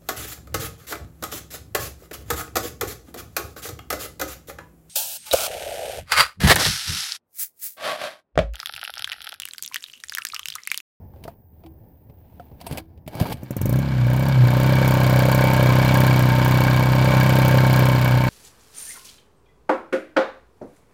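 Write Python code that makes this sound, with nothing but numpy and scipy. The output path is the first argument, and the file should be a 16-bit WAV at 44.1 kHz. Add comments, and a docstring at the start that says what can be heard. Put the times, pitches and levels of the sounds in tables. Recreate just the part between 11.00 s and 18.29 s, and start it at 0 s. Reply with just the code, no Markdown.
"""A glove clicks levers over a faint whine; then a starter cord rattles out twice and a small petrol
engine catches on an outdoor wooden bench. It coasts twice as the governor hunts, then settles.
Engine: pulses on one crank angle ring pipe, shroud and casing and gate noise; tones shake the bench.
Starter: ratchet clicks, gritty noise. Hand: noise ticks and struck modes.
Background: lumpy rumble noise, camera whine as two tones with pulsing hiss."""
import sys
import numpy as np
from scipy import signal
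from scipy.fft import rfft, irfft
from scipy.io import wavfile
from scipy.ndimage import uniform_filter1d

SR = 44100
rng = np.random.default_rng(int(sys.argv[2]) if len(sys.argv) > 2 else 0)


def waveform_to_disk(signal):
    """Save audio, clipped to [-1, 1], as 16-bit WAV at the path in sys.argv[1]."""
    frames = np.transpose(np.atleast_2d(signal))
    scaled = np.clip(frames, -1, 1) * 32767
    samples = np.round(scaled).astype(np.int16)
    wavfile.write(sys.argv[1], SR, samples)


N = 321489
T = np.arange(N) / SR

# Spectrum levels are relative unless stated: each noise is brought to rms 1, then scaled.
# four-stroke cycle rate, two crank turns a cycle: t/s, f/Hz
CYCLE_RATE = [(2.35, 7.71), (2.47, 13.05), (2.57, 19.14), (2.74, 31.95), (2.83, 34.32), (3.05, 29.98),
              (3.27, 34.16), (3.45, 30.39), (3.7, 32.81), (4.08, 31.66), (4.47, 32.37), (4.64, 31.5),
              (4.95, 32.22), (5.33, 31.2), (5.56, 31.85), (5.73, 31.58), (6.05, 32.24), (6.74, 32.02),
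              (7.12, 31.06), (7.29, 31.49)]
CATCH_S = CYCLE_RATE[0][0]
FIRST_CYCLE = .209  # share of a cycle done when the crank starts to spin
# charge does not burn: from/s, to/s
COASTS = [(2.81, 3.05), (3.3, 3.43)]
# burn strength as the governor works the throttle, re steady running: t/s, level/dB
LOAD = [(2.35, -22), (2.52, -7.5), (2.72, -2), (3.07, -6), (3.45, -3), (3.7, 0.5), (4, 1), (4.4, 1),
        (4.95, 3.5), (5.3, -0.5), (5.6, 1.5), (5.9, -2.5), (6.2, 3.5), (6.55, 1.5), (6.8, 1.5), (7.1, -3),
        (7.29, -4)]
# piston shake of the bench, twice a turn, hardest where a coast drags the speed down: t/s, level/dB
SHAKE = [(2.66, -27.5), (2.75, -19), (2.84, -28), (3.03, -15), (3.25, -24.5), (3.43, -10.5), (3.49, -18.5),
         (4.1, -21.5), (5.8, -20), (7.29, -18.5)]
# shake overtones: times per cycle, level/dB, lag/share of own period
SHAKE_OVERTONES = [(5, 2, 0.059), (6, -10, 0.35), (7, 1, 0.903), (8, -7, 0.41), (10, -11.5, 0.39)]
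SHAKE_LAG = 0.33  # behind the firing, share of the shake's period
OVERTONES_DB, ROCK_DB = -33.5, -31.5  # at full speed
# one blast through the muffler: f/Hz, level/dB
MUFFLER = [(25, -49), (40, -24.5), (70, -21.5), (95, -13.5), (125, -1.5), (160, -13.5), (200, -8),
           (255, -16), (288, -9.5), (317, -23.5), (350, -16), (450, -29.5), (600, -47), (1000, -70.5)]
# piston gulping air: share of cycle, level/dB re blast, Gaussian width/s
INTAKE = (0.3728, -11, 0.00044)
LEAD_S = .0023  # low blast pulse, inverted, leads the spit by this
UNBURNT_DB, UNBURNT_SPIT_DB = -6.5, -22  # blast and spit left in a coast
# gas jet at the outlet: f/Hz, level/dB per Hz
SPIT = [(1760, -1), (3000, -5), (4700, -47), (5420, -0.5), (7110, 0.5), (8200, -4), (9730, 2), (10600, -5),
        (14300, 8.5), (16000, -1), (16500, -84)]
# outlet pipe modes: f/Hz, level/dB, t60/s
PIPE = [(533.6, -1, 0.06), (573.7, 5.5, 0.056), (704, -11, 0.14)]
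# slow swell of the pipe ring: t/s, level/dB
PIPE_SWELL = [(3.5, -1.5), (4.4, 2.5), (5.4, -4), (6.3, 0.5), (7.29, -2.5)]
# thin fan shroud modes: f/Hz, level/dB, t60/s
SHROUD = [(904.2, -0.5, 0.13), (1036, -4, 0.091)]
# block, fin and cover modes: f/Hz, width/Hz, level/dB
CASING = [(990, 590, -0.5), (1498, 28, -14), (1620, 82, -7.5), (2268, 91, -7.5), (2970, 670, -11),
          (3636, 12, -18.5), (4110, 165, -13.5), (4580, 130, -13.5), (6900, 230, -18)]
# valve-train blows: share of cycle, level/dB, centre of modes shaken f/Hz, spread/octaves
VALVES = [(.03, -1, 2370, 0.6), (.335, 0.5, 2980, 1.65), (.46, 2.5, 1500, 0.69), (.62, -5.5, 2500, 1.5),
          (.83, -3, 1070, 0.35)]
# cooling fan and intake air: f/Hz, level/dB per Hz
FAN_AIR = [(40, -36), (115, -12), (160, -16.5), (400, -27), (800, -31.5), (1200, -25.5), (2000, -28),
           (4000, -34), (5500, -41.5), (10600, -52), (14300, -40.5), (16500, -111)]
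# layer laws: running level/dB, share of load followed, level offset at the catch/dB, settling time/s
BLAST_LAW = (-22.5, 0.8, -1.5, 0.6)
SPIT_LAW = (-42, 1.22, 9.5, 0.37)
CLATTER_LAW = (-28, 0.49, -24, 0.55)
PIPE_LAW = (-27.5, 0.47, -12.5, .5)
SHROUD_LAW = (-31.5, 0.4, -28, 0.6)
# cord pulls: taut t/s, full speed t/s, let go t/s, level/dB, run-out/dB per s
PULLS = [(1.582, 1.715, 1.8, -37.5, 130), (2.075, 2.21, 2.325, -29.5, 30)]
SLACK_DB, STOP_DB, STOP_S = -22, -18, 0.017  # at cord taut; quick drop after let-go, its length
RATCHET_PER_S = 500  # mean tooth rate
# reel and glove rub: f/Hz, level/dB per Hz
REEL = [(35, -31), (60, -13), (169, -0.5), (342, -7.5), (384, -10.5), (895, -10), (1160, -25), (1570, -25),
        (3110, -28), (6920, -42), (13400, -31), (15400, -34), (16500, -54)]
# glove brushing the covers: middle t/s, level/dB, half length to 1/e /s
RUBS = [(.18, -58, .06), (0.289, -49.5, 0.043), (0.622, -64, 0.082), (.95, -68, 0.22), (1.42, -56.5, 0.21)]
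# levers, pawls, cord handle: t/s, tick level/dB before dulling, knock level/dB, thud level/dB, knock f/Hz
KNOCKS = [(0.1364, -75, -45, -51, 810), (0.16, -67, -43, -50, 557), (0.2384, -40.5, -34, -52, 690),
          (0.2529, -55, -26, -50, 616), (0.278, -43.5, -24.5, -49, 680), (0.637, -60, -39, -50, 686),
          (0.662, -54, -41, -47, 760), (1.0975, -65.5, -45, -33, 566), (1.3969, -54.5, -30, -33, 705),
          (1.5151, -68, -40, -31, 580), (1.6035, -50, -42, -44, 654), (1.6124, -39.5, -32.5, -50, 705),
          (1.6661, -32.5, -24, -44, 663), (1.711, -36, -25, -17.5, 470), (1.7249, -35, -34, -17, 600),
          (1.7736, -29, -29, -44, 645), (1.7811, -32, -27, -39, 745), (1.976, -65, -48, -47, 585),
          (2.064, -56, -45, -27, 452), (2.077, -36.5, -27.5, -26, 615), (2.152, -38.5, -28, -20, 630),
          (2.1997, -28.5, -17.5, -33, 730), (2.2119, -32, -38, -3.5, 830), (2.2234, -35, -23, -11, 600),
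          (2.2543, -60, -23.5, -29, 935), (2.3063, -38, -25, -19, 610), (2.3253, -29.5, -49, -42, 546),
          (2.341, -62, -43, -21, 568), (2.37, -51, -37, -40, 720)]
# tick colour: f/Hz, level/dB per Hz
TICK = [(590, -29), (1000, -8), (1540, -11), (2170, -3), (2470, -2), (3940, -7.5), (4760, -5.5),
        (6230, -14), (14200, -5.5), (16500, -17)]
TICK_T60_S = 0.047
DULL_LOUD, DULL_PER_DB, LOUD_DB = 0.26, .03, -40  # one-pole coefficient; softer ticks are duller
# plastic covers: ratio to knock pitch, level/dB, t60/s
COVERS = [(.8, -4, .03), (1, 0, .06), (1.37, -6, .03), (1.8, -12, .02)]
# starter metal modes: f/Hz, level/dB, t60/s
PAWL = [(8460, 2, 0.064), (10100, -2, 0.084), (11200, -12, 0.06), (12840, -16, 0.05)]
# pawls snapping out or back: t/s, level/dB
PAWL_RINGS = [(1.667, -35), (1.7248, -37), (1.7811, -54), (2.1999, -46), (2.323, -43)]
# bench plank modes: f/Hz, level/dB, t60/s
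BENCH = [(124, 4.5, 0.074), (150, 5.5, 0.043), (226, -9, 0.15)]
# fuel tank modes: f/Hz, level/dB, t60/s
TANK = [(325, 6, 0.38), (550, -18, 0.26), (1040, -21, 0.3)]
# tank knocks: t/s, level/dB
TANK_TAPS = [(.645, -38), (1.781, -39.5)]
# far traffic and air: f/Hz, level/dB per Hz
YARD = [(12, -54.5), (20, -9), (43, -24), (75, -3.5), (125, -14), (455, -28), (900, -33.5), (1220, -53),
        (1790, -50), (3860, -74), (5080, -63), (7870, -79), (14000, -58)]
YARD_DB = -47.5
# camera electronics: f/Hz, level/dB before the fade
WHINE = [(14955, -74), (15315, -75)]
# whine sinks once things get loud: t/s, level/dB
WHINE_FADE = [(0, 3), (1.7, 4.5), (1.76, -6), (7.29, -12)]
# hiss around the whine: f/Hz, level/dB per Hz
BUZZ = [(12000, -53.5), (14300, -1), (15000, 12), (15700, -15), (16500, -20)]
BUZZ_HZ, BUZZ_DB = 59.94, -71.5  # pulse rate; level before the fade
LOW_CUT_HZ, EDGE_HZ = 21, 16650  # microphone bass roll-off; upper band limit
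CEILING = 0.89  # where the input stage flattens


def amp(db):
    """Linear gain of a dB level."""
    return 10 ** (np.asarray(db) / 20)


def evened(x):
    """Signal scaled to rms 1."""
    return x / np.sqrt(np.mean(x ** 2) + 1e-20)


def curve(rows):
    """Second column of a table, interpolated over time."""
    times_s, values = np.transpose(rows)
    return np.interp(T, times_s, values)


def gains(points, size):
    """Spectrum in dB per FFT bin, straight over log frequency."""
    hz, db = np.transpose(points)
    bins_hz = np.fft.rfftfreq(size, 1 / SR)
    return np.interp(np.log(bins_hz + 1), np.log(hz + 1), np.maximum(db, -100))


def noise(points):
    """Noise of rms 1 with the given spectrum."""
    white = rng.standard_normal(N)
    return evened(irfft(rfft(white) * amp(gains(points, N)), N))


def causal(points, size=8192):
    """Minimum-phase response with the given spectrum."""
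    log_gain = np.log(amp(gains(points, size)))
    circle = np.r_[log_gain, log_gain[-2:0:-1]]
    phase = -signal.hilbert(circle).imag[:len(log_gain)]
    return irfft(np.exp(log_gain + 1j * phase), size)[:size // 2]


def ring(modes, size=8000):
    """Response of struck modes: decaying sines, peak 1."""
    t = T[:size]
    x = sum(amp(db - 60 * t / t60_s) * np.sin(2 * np.pi * hz * t) for hz, db, t60_s in modes)
    return x / abs(x).max()


def driven(excitation, response):
    """Response set off by the excitation, cut to the excitation's length."""
    return signal.oaconvolve(excitation, response)[:len(excitation)]


def add(mix, s, sound):
    """Mix a sound in at a time in s."""
    part = mix[round(s * SR):][:len(sound)]
    part += sound[:len(part)]


def follow(law):
    """Gain of an engine layer: settles from its catch offset and takes a share of the load."""
    running_db, share, offset_db, settle_s = law
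    since_s = np.maximum(T - CATCH_S, 0)
    return amp(running_db + share * curve(LOAD) + offset_db * np.exp(-since_s / settle_s))


def beats(cycles, share, scatter):
    """One impulse per cycle as the crank passes the given share, scattered in strength."""
    count = np.floor(cycles - share + 1).astype(int)
    return np.r_[0, np.diff(count)] * scatter[count]


def engine():
    """All layers follow one crank angle, the running sum of the cycle rate."""
    spinning = T >= CATCH_S
    cycles = FIRST_CYCLE + np.cumsum(curve(CYCLE_RATE) * spinning) / SR
    luck = rng.standard_normal((200, 8))  # per cycle: burn, jet, five valve blows, intake
    coasting = sum((T > a) & (T < b) for a, b in COASTS)
    burns = amp(UNBURNT_DB * coasting)
    fired = beats(cycles, 0, amp(0.97 * luck[:, 0])) * burns
    rough = driven(fired, np.exp(-T[:900] / 0.005)) * rng.standard_normal(N)
    outlet = blast(cycles, luck, burns) + pipe(cycles, luck, burns, rough) + shroud(fired, rough)
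    busy = follow(CLATTER_LAW) * spinning
    machinery = busy * (valve_clatter(cycles, luck) + fan_air(cycles))
    return outlet + spit(cycles, luck, coasting) + bench_shake(cycles) + machinery


def blast(cycles, luck, burns):
    """Inverted low impulses at the outlet and soft intake gulps, coloured by the muffler."""
    share, db, width_s = INTAKE
    lead = LEAD_S * curve(CYCLE_RATE)
    soft = np.exp(-.5 * ((T[:600] - T[300]) / width_s) ** 2)
    intake = beats(cycles, share - lead, amp(db + 1.0 * luck[:, 7])) * burns
    gulp = -signal.oaconvolve(intake, soft / soft.sum(), "same")
    low_pulse = -beats(cycles, -lead, amp(0.7 * luck[:, 0])) * burns
    return evened(driven(gulp + low_pulse, causal(MUFFLER))) * follow(BLAST_LAW)


def pipe(cycles, luck, burns, rough):
    """Each blast and its rough gas ring the outlet pipe."""
    hits = beats(cycles, -0.032, amp(0.44 * luck[:, 0])) * burns
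    rung = evened(driven(hits + 0.041 * rough, ring(PIPE)))
    return rung * follow(PIPE_LAW) * amp(curve(PIPE_SWELL))


def shroud(fired, rough):
    """Each firing rings the thin fan shroud."""
    return evened(driven(fired + 0.033 * rough, ring(SHROUD))) * follow(SHROUD_LAW)


def spit(cycles, luck, coasting):
    """Turbulent jet: noise gated by a sharp puff, then a slower hiss."""
    jet = beats(cycles, 0, amp(3.3 * luck[:, 1])) * amp(UNBURNT_SPIT_DB * coasting)
    t = T[:1500]
    puff = np.exp(-t / 0.0029) + 0.22 * np.exp(-t / 0.013)
    puff = puff * (1 - np.exp(-t / 0.00027))
    return evened(noise(SPIT) * driven(jet, puff)) * follow(SPIT_LAW)


def bench_shake(cycles):
    """Piston shakes the bench twice a turn, with overtones; the unbalanced crank rocks it once."""
    sway = amp(curve(SHAKE)) * np.clip((T - 2.58) / 0.027, 0, 1)
    # the shake's strength wavers slowly at random
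    sway = sway * amp(1.4 * evened(uniform_filter1d(rng.standard_normal(N), 2500)))
    shake = sway * np.cos(2 * np.pi * (4 * cycles - SHAKE_LAG))
    overtones = sum(amp(db) * np.cos(2 * np.pi * (times * cycles - lag))
                    for times, db, lag in SHAKE_OVERTONES)
    rock = np.cos(2 * np.pi * (2 * cycles - .3))
    onset = np.clip((T - 2.55) / 0.15, 0, 1)
    return np.sqrt(2) * (shake + onset * (amp(OVERTONES_DB) * overtones + amp(ROCK_DB) * rock))


def valve_clatter(cycles, luck):
    """Each valve blow, a sharp tap and short rattle, rings the casing modes near its centre."""
    clatter, rattle = 0, rng.standard_normal(N)
    for k, (share, db, centre_hz, spread) in enumerate(VALVES):
        tap = beats(cycles, share, amp(db + 1.5 * luck[:, 2 + k]))
        blow = 8.5 * tap + rattle * driven(tap, np.exp(-T[:600] / 0.0034))
        modes = []
        for hz, width_hz, mode_db in CASING:
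            off_centre_db = 6 * (np.log2(hz / centre_hz) / spread) ** 2
            modes.append((hz, mode_db - off_centre_db + 10 * np.log10(width_hz), 2.77 / width_hz))
        clatter = clatter + driven(blow, ring(modes))
    return evened(clatter)


def fan_air(cycles):
    """Fan and intake noise, fluttering once a cycle."""
    flutter = 1 + 0.21 * np.cos(2 * np.pi * (cycles - .2))
    return amp(-1.5) * noise(FAN_AIR) * flutter


def pull(taut_s, fast_s, let_go_s, db, run_out_db_per_s):
    """Effort of one cord pull: speeds up, holds, drops, runs out."""
    shape_db = np.interp(T, [taut_s, fast_s, let_go_s, let_go_s + STOP_S], [SLACK_DB, 0, 0, STOP_DB])
    run_out_db = run_out_db_per_s * np.maximum(T - let_go_s, 0)
    return amp(db + shape_db - run_out_db) * (T > taut_s)


def starter():
    """Glove and cord rub as gritty noise; dense uneven ratchet teeth ring the casing."""
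    strengths = amp(3. * rng.exponential(1, N).clip(0, 3))
    clicks = (rng.random(N) < RATCHET_PER_S / SR) * strengths
    grit = 1 + .5 * driven(clicks, np.exp(-T[:300] / 0.0029))
    modes = [(hz, 10 * np.log10(width_hz) + 0.84 * db, 3.2 / width_hz)
             for hz, width_hz, db in CASING[:-1]]
    teeth = driven(clicks, ring(modes))
    glove = sum(amp(db) * np.exp(-((T - s) / half_s) ** 2) for s, db, half_s in RUBS)
    cord = sum(pull(*row) for row in PULLS)
    return (glove + cord) * evened(noise(REEL) * grit) + amp(-9) * cord * evened(teeth)


def handling():
    """Knocks: noisy tick, struck covers, bench thud; pawls and tank ring."""
    out, t, colour = np.zeros(N), T[:6000], causal(TICK, size=1024)
    colour = colour / np.linalg.norm(colour)

    def scrape(grit):
        """Decaying noise in the tick's colour."""
        return driven(grit * amp(-60 * t / TICK_T60_S), colour)

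    for s, tick_db, knock_db, thud_db, hz in KNOCKS:
        grit = rng.standard_normal(len(t))
        dull = np.clip(DULL_LOUD + DULL_PER_DB * max(LOUD_DB - tick_db, 0), 0, .85)
        add(out, s, amp(tick_db) * signal.lfilter([1], [1, -dull], scrape(grit)))
        modes = [(ratio * hz, db, t60_s) for ratio, db, t60_s in COVERS]
        cover = driven(grit * amp(-60 * t / .025), ring(modes))
        add(out, s, amp(knock_db) * cover / abs(cover).max())
        add(out, s, amp(thud_db) * ring(BENCH) * np.minimum(T[:8000] / 0.0026, 1))
    for s, db in PAWL_RINGS:
        metal = driven(scrape(rng.standard_normal(len(t))), ring(PAWL))
        add(out, s, amp(db) * metal / abs(metal).max())
    for s, db in TANK_TAPS:
        add(out, s, amp(db) * ring(TANK, size=16000) * np.minimum(T[:16000] / 0.013, 1))
    return out


def camera_whine():
    """Two steady tones and a hiss pulsing at the buzz rate, under one fade."""
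    pulses = np.exp(-((T * BUZZ_HZ - .2) % 1) / .2)
    tones = sum(np.sqrt(2) * amp(db) * np.sin(2 * np.pi * hz * T) for hz, db in WHINE)
    buzz = amp(BUZZ_DB) * evened(noise(BUZZ) * (pulses + .2))
    return (tones + buzz) * amp(curve(WHINE_FADE))


def yard():
    """Far traffic and air: noise with a slow random level."""
    lumps = amp(2.3 * evened(uniform_filter1d(rng.standard_normal(N), 4000)))
    return amp(YARD_DB) * noise(YARD) * lumps


def scene():
    """Sum of all sources, one channel."""
    return (engine() + starter() + handling() + camera_whine() + yard())[None]


def record(dry):
    """Bass roll-off, soft overload, then the band limit."""
    thinned = signal.lfilter(*signal.butter(2, LOW_CUT_HZ, "high", fs=SR), dry)
    rounded = CEILING * np.tanh(thinned / CEILING)
    band = signal.firwin(511, EDGE_HZ, window=("kaiser", 9), fs=SR)
    return signal.oaconvolve(rounded, band[None], "same")


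dry = scene()
out = record(dry)
waveform_to_disk(out)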